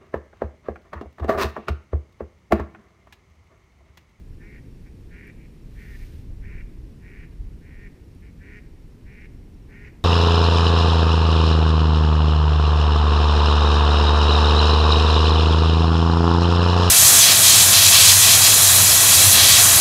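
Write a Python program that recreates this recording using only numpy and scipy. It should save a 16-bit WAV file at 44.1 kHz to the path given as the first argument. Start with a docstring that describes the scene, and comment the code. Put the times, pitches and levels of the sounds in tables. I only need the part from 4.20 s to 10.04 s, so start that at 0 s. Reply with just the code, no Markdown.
"""A water bird, far off across a lake, repeats a short rasping croak about every 0.65 s, soft notes between.
Each croak is a run of uneven membrane pulses shaped by the throat and answered faintly by the bank.
Wind buffets the camera's microphone over a rush of distant trees, and the camera whines very faintly.
On the shore an angler's tackle ticks, and he slides a pole through his hands."""
import sys
import numpy as np
from scipy import signal
from scipy.fft import rfft, irfft, next_fast_len
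from scipy.io import wavfile
from scipy.ndimage import uniform_filter1d, map_coordinates

SR = 44100
rng = np.random.default_rng(int(sys.argv[2]) if len(sys.argv) > 2 else 0)


def materialize(psi):
    """Save the field psi as 16-bit PCM at rate SR to the path in sys.argv[1].

    A 1-D psi becomes a single channel; in a 2-D psi each row is a channel.
    """
    bounded = np.clip(np.atleast_2d(psi).T, -1, 1)
    quanta = np.round(bounded * 32767).astype(np.int16)
    wavfile.write(sys.argv[1], SR, quanta)


N = 257544

# Levels in the tables are relative; the functions set the final gains.
# wind on the microphone, one long gust and a short one: t/s, level/dB
BUFFET_LEVEL = [(0, -42), (1.1, -43.5), (1.33, -48.5), (1.46, -39), (1.76, -36.5), (2.4, -33),
                (2.55, -38.5), (2.98, -42), (3.3, -39.5), (3.55, -40.5), (3.7, -43), (5.84, -43.5)]
# spectrum of that buffeting: f/Hz, level/dB
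BUFFET_COLOUR = [(10, -25), (18, -1), (28, 3.5), (45, 0), (62, -1.5), (85, -4.5), (130, -14), (210, -54.5),
                 (350, -120)]
# rumble round the camera: t/s, level/dB
RUMBLE_LEVEL = [(0, -49.5), (2.2, -48), (3.9, -49), (4.5, -50.5), (5.1, -48.5), (5.84, -48.7)]
# its spectrum: f/Hz, level/dB
RUMBLE_COLOUR = [(20, -41), (60, -9), (115, 2), (160, 0.5), (200, -3), (250, -3), (330, -7), (430, -12),
                 (520, -18.5), (650, -30), (1000, -57), (2500, -120)]
# single eddies that hit the microphone: t/s, f/Hz, level/dB
EDDIES = [(2.13, 45, -30), (2.442, 37.8, -27), (3.208, 42, -27)]
# distant trees and microphone hiss: t/s, level/dB
TREES_LEVEL = [(0, -63.5), (1.2, -63), (2.5, -63), (4.2, -63.8), (5.84, -63.9)]
# their spectrum: f/Hz, level/dB
TREES_COLOUR = [(300, 3), (900, 1.5), (1400, -3), (2100, -1.5), (2700, -3), (3300, -7), (4400, -7.5),
                (6500, -11.5), (8000, -13), (9400, -13.5), (12000, -16), (15300, -17)]
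# a low rush of air that slowly builds: t/s, level/dB
BREEZE_LEVEL = [(0, -97), (2, -77.5), (4.4, -77.5), (5.7, -69)]
# its spectrum: f/Hz, level/dB
BREEZE_COLOUR = [(300, -10), (580, -2), (1000, -3), (1500, -16), (4000, -65)]
# the bird's notes: t/s, length/s, top pulse rate/Hz, scoop up to it/Hz, place of the top/0-1,
# end level/dB, swell up to it/dB, upper throat band over lower/dB, rasp/dB, time to turn rough/s
NOTES = [ (0.206, 0.18, 210.1, 14.2, 0.54, -55.5, -0.5, -3, -2.5, 0.12),
         (0.665, 0.023, 175.6, 3, 0.35, -64, -7.5, 2.5, -10, 0.034),
         (0.912, 0.19, 207.8, 9.2, 0.49, -54.5, -0.5, -2, -3, 0.043),
         (1.182, 0.079, 189.4, 22, 0.98, -65.5, 0, 11, -2, 0.027),
         (1.562, 0.2, 210, 17, .5, -52, 5, -2.5, -1.5, 0.058),
         (1.801, 0.042, 184.8, 3.1, 0.4, -59, -4, 7, -17, .03),
         (2.224, 0.19, 207.5, 16, 0.91, -54, 1.5, -1.5, 1, 0.039),
         (2.819, 0.23, 208.1, 37, 0.83, -54.5, 4, -1.5, -2.5, 0.035),
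         (3.417, 0.258, 203.2, 30, .75, -52.5, 10.5, -2.5, -4, .07),
         (4.023, 0.08, 178.6, 5, 0.8, -67.5, -7.5, 1.5, -8, .03),
         (4.198, 0.19, 209, 19, 0.94, -50, 8, -3.5, -3, 0.077),
         (4.86, 0.2, 211.4, 23.3, 0.69, -54, 4.5, 0.5, -7, 0.069),
         (5.496, 0.19, 207.6, 15.8, 0.99, -50, 4, -3, 1, 0.043), ]
# the throat with the bill still shut, at the start of a note: f/Hz, level/dB
THROAT_SHUT = [(300, -70), (1150, -30), (1380, -15), (1550, -1), (1790, 2), (1950, -7), (2350, -11),
               (2800, -35), (6000, -90)]
# the throat with the bill open: f/Hz, level/dB
THROAT_OPEN = [(300, -74), (600, -26), (1320, -17.5), (1450, -7.5), (1680, -3), (1865, 1.5), (1990, 1),
               (2100, 4.5), (2390, 0.5), (2560, -4), (2940, -14), (3150, -23.5), (5600, -36), (16000, -86)]
# moments when a narrow throat resonance rings out: t/s, half length/s, f/Hz, level/dB
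THROAT_RINGS = [(0.297, 0.05, 2160, 8), (1.74, 0.068, 1810, 7), (3.62, 0.089, 1870, 2),
                (4.384, 0.019, 2030, -9), (5.609, 0.049, 1910, -8)]
# faint overtones that come out when the bird pushes hard: f/Hz, level/dB
OVERTONES = [(2500, -40), (3600, -14), (4600, 4), (5700, 1), (7300, 1), (9000, -20), (14000, -50)]
# reflections off the water and the gear near the microphone: delay/s, level/dB
REFLECTIONS = [(.00215, -12), (.0043, -36), (.0091, -13.5)]
# decay of the shore's answer: f/Hz, t60/s
SHORE_DECAY = [(400, 0.35), (2000, 1), (6000, 0.26)]
# ticks of the tackle: t/s, level/dB
TICKS = [(1.069, -55), (1.074, -54), (2.28, -61), (3.949, -57), (4.008, -61), (5.291, -62)]
# ringing modes of the tackle: f/Hz, level/dB, t60/s
TACKLE_MODES = [(9400, -5.5, 0.033), (10000, -4, 0.018), (11700, -4, .015), (13100, -3, .02)]
# the pole sliding through the hands: t/s, level/dB
POLE_LEVEL = [(1.4, -84), (1.5, -71), (1.6, -63), (1.72, -61), (1.82, -60), (1.93, -62.5), (2.02, -67),
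              (2.1, -86)]
# spectrum of its hiss: f/Hz, level/dB
POLE_COLOUR = [(600, -14), (1500, 6), (2800, 5), (4000, 3.5), (5800, 0), (7500, -5), (10000, -4),
               (12000, -6), (13500, -1), (15300, -8)]


def amp(db):
    """Decibels to gain."""
    return 10 ** (np.asarray(db) / 20)


def unit(x):
    """x at rms 1."""
    return x / np.sqrt(np.mean(x ** 2) + 1e-20)


def along(points, hz):
    """A table of f/Hz, value read on a log frequency axis."""
    f, values = np.transpose(points)
    return np.interp(np.log(hz + 1), np.log(f + 1), values)


def curve(points):
    """A table of t/s, value read at every sample."""
    return np.interp(np.arange(N) / SR, *np.transpose(points))


def wobble(rate):
    """A smooth random curve, rate knots a second."""
    return map_coordinates(rng.standard_normal(int(N * rate / SR) + 4), [np.arange(N) * rate / SR])


def filtered(x, response):
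    """x through a filter given as a function of frequency."""
    size = next_fast_len(N + SR // 2)
    return irfft(rfft(x, size) * response(np.fft.rfftfreq(size, 1 / SR)), size)[:N]


def coloured(x, spectrum):
    """x through a spectrum of f/Hz, level/dB."""
    return filtered(x, lambda hz: amp(along(spectrum, hz)))


def noise(spectrum):
    """Noise of rms 1 with the given spectrum."""
    return unit(coloured(rng.standard_normal(N), spectrum))


def wind(buffet_db=-0.24, rumble_db=1, flutter_db=1.1, flutter_rate=9, rumble_flutter_db=0.27):
    """Air buffets and rumbles right on the microphone, over a light breeze and a rush of far trees."""
    buffet = curve(BUFFET_LEVEL) + buffet_db + flutter_db * wobble(flutter_rate)
    rumble = curve(RUMBLE_LEVEL) + rumble_db + rumble_flutter_db * wobble(flutter_rate)
    on_mic = amp(buffet) * noise(BUFFET_COLOUR) + amp(rumble) * noise(RUMBLE_COLOUR)
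    for s, hz, db in EDDIES:
        # an eddy is one suck and one push of pressure
        phase = 2 * np.pi * hz * (np.arange(N) / SR - s)
        on_mic += amp(db) * np.sin(phase) * np.exp(-(phase / np.pi) ** 2 / 2)
    trees = amp(curve(TREES_LEVEL)) * noise(TREES_COLOUR)
    breeze = amp(curve(BREEZE_LEVEL)) * noise(BREEZE_COLOUR)
    return on_mic + trees + breeze


def camera_whine(level_db=-84.0, centre_hz=5540, width_hz=110, flutter_hz=24, depth=0.86):
    """The electronics beside the microphone give a thin, fluttering whine."""
    band = filtered(rng.standard_normal(N), lambda f: np.exp(-((f - centre_hz) / width_hz) ** 2 / 2))
    flutter = 1 + depth * np.sin(2 * np.pi * flutter_hz * np.arange(N) / SR)
    return amp(level_db) * unit(band) * flutter


def gesture(t, note, onset_db=6.5, onset_s=0.012, brighten_db=1):
    """Pulse rate, level and brightness of a note: it starts soft, arches in pitch and brightens."""
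    start, length, top_hz, scoop_hz, crest, end_db, swell_db, bright_db = note[:8]
    progress = np.clip((t - start) / length, 0, 1)
    rate = top_hz - scoop_hz * (1 - progress / max(crest, .1)) ** 2
    db = end_db - swell_db * (1 - progress) - onset_db * np.exp(-progress * length / onset_s)
    return rate, db, bright_db + brighten_db * (progress - .5)


def membrane(cycles, rate, effort, roughness, jitter=.035, scatter_db=2, weak_db=5.0, weak_share=0.55):
    """One pulse a cycle; as the voice turns rough, some beats come early, late or weakly."""
    beats = np.flatnonzero(np.diff(np.floor(cycles)))
    scatter, lag, closure = rng.uniform(-1, 1, (3, len(cycles)))[:, :len(beats)]
    rough, period = roughness[beats], SR / rate[beats]
    size = amp(rough * (scatter_db * scatter - weak_db * (np.abs(closure) < weak_share)))
    size /= np.sqrt(uniform_filter1d(size ** 2, size=5))  # uneven beats, steady power
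    slip = np.round(rough * jitter * lag * period).astype(int)
    arrivals = np.clip(beats + slip, 0, len(cycles) - 1)
    return np.bincount(arrivals, size * effort[beats] * np.sqrt(period), len(cycles))


def croak(note, rise_s=0.011, fall_s=0.0038, rasp_t60=0.094, shut_s=0.024, push_db=-52, lock=0.48):
    """One note in five rows: drives of the shut, lower and upper throat and the overtones, and a hum."""
    start, length, *_, rasp_db, roughen_s = note
    first = round(start * SR) - SR // 16
    t = (first + np.arange(SR // 2)) / SR
    rate, db, bright_db = gesture(t, note)
    before, after = np.maximum(start - t, 0), np.maximum(t - start - length, 0)
    effort = amp(db - 10 * before / rise_s - 10 * after / fall_s)
    cycles = np.cumsum(rate) / SR + rng.random()
    ringing = sum(np.exp(-((t - s) / half_length) ** 2) for s, half_length, _, _ in THROAT_RINGS)
    free = np.clip(1 - lock * ringing, 0, 1)  # a ringing throat steadies the membrane
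    roughness = np.minimum(np.abs(t - start) / roughen_s, 1) * free
    pulses = membrane(cycles, rate, effort, roughness)
    # every pulse trails its own short rasp
    trail = amp(-60 * (t - t[0]) / rasp_t60) ** 2
    rasp_envelope = np.sqrt(np.abs(signal.fftconvolve(pulses ** 2, trail / trail.sum())[:len(t)]))
    rasp = amp(rasp_db) * free * rasp_envelope * rng.standard_normal(len(t))
    drive = (pulses + rasp) / np.hypot(1, amp(rasp_db))
    # the bill opens after the start; opening further moves energy from the lower band to the upper
    opening = np.arctan(amp(bright_db))
    shut = (1 - np.tanh(2 * (t - start - shut_s) / shut_s)) / 2 * np.cos(opening) ** 2
    lower = drive * (1 - shut) * np.cos(opening)
    upper = drive * (1 - shut) * np.sin(opening)
    pushed = drive * amp(db - push_db)
    hum = effort * np.sin(4 * np.pi * cycles)  # second harmonic
    return np.pad([drive * shut, lower, upper, pushed, hum], ((0, 0), (first, N)))[:, :N]


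def bird(voice_db=3.2, hum_db=-5.0, overtone_db=-20, split_hz=2020, overlap_hz=140, ring_width_hz=100):
    """The far bird's notes pass the overlapping bands of its throat, which at times rings at one pitch."""
    shut, lower, upper, pushed, hum = sum(croak(note) for note in NOTES)
    upper_share = lambda hz: (1 + np.tanh((hz - split_hz) / overlap_hz)) / 2
    open_drive = lower + filtered(upper - lower, upper_share)
    voice = coloured(shut, THROAT_SHUT) + coloured(open_drive, THROAT_OPEN)
    for s, half_length, hz, db in THROAT_RINGS:
        swell = amp(db) * np.exp(-((np.arange(N) / SR - s) / half_length) ** 2)
        resonance = lambda f: 1j * f * ring_width_hz / (hz * hz - f * f + 1j * f * ring_width_hz)
        voice = (voice + swell * filtered(voice, resonance)) / np.sqrt(1 + swell)
    voice = amp(voice_db) * unit(voice) * np.hypot(np.std(lower), np.std(upper))
    return voice + amp(overtone_db) * coloured(pushed, OVERTONES) + amp(hum_db) * hum


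def lakeside(call, echo_db=-19.0, echo_s=0.09, echo_t60=0.083, shore_db=-19, shore_rise_s=0.046):
    """Near surfaces double each pulse, the bank returns a blurred echo, and the shore rings on weakly."""
    comb = lambda hz: 1 + sum(amp(db) * np.exp(-2j * np.pi * hz * s) for s, db in REFLECTIONS)
    near = unit(filtered(call, comb))
    t = np.arange(SR // 4) / SR
    bank = rng.standard_normal(len(t)) * amp(-60 * np.abs(t - echo_s) / echo_t60)
    hz, age, bands = signal.stft(rng.standard_normal(SR), SR, nperseg=256)
    decay = amp(-60 * age / along(SHORE_DECAY, hz)[:, None])
    build_up = 1 - np.exp(-age / shore_rise_s)
    _, shore = signal.istft(bands * decay * build_up, SR, nperseg=256)
    answer = lambda tail: unit(signal.fftconvolve(call, tail)[:N])
    return np.std(call) * (near + amp(echo_db) * answer(bank) + amp(shore_db) * answer(shore))


def tackle(ring_db=-6, crack_db=-9, crack_t60=0.014):
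    """Tiny hard contacts in the angler's gear: each a crack and a short bright ring."""
    out = np.zeros(N + SR)
    t = np.arange(SR // 16) / SR
    for s, db in TICKS:
        ring = sum(amp(level + rng.normal(0, 1.8) - 60 * t / t60) * np.sin(2 * np.pi * hz * t)
                   for hz, level, t60 in TACKLE_MODES)
        crack = np.diff(rng.standard_normal(len(t) + 1)) / 2 * amp(-60 * t / crack_t60)
        out[round(s * SR):][:len(t)] += amp(db) * (amp(ring_db) * ring + amp(crack_db) * crack)
    return out[:N]


def pole(grain_db=0.8):
    """The smooth pole hisses over hand and sleeve, with a fine grain."""
    return amp(curve(POLE_LEVEL) + grain_db * wobble(rate=120)) * noise(POLE_COLOUR)


def scene():
    """The lake as it reaches one microphone on the shore."""
    return (lakeside(bird()) + wind() + pole() + tackle() + camera_whine())[None]


def record(dry, top_hz=15350):
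    """The camera keeps nothing above its band limit."""
    return np.array([filtered(x, lambda hz: hz < top_hz) for x in dry])


dry = scene()
out = record(dry)
materialize(out)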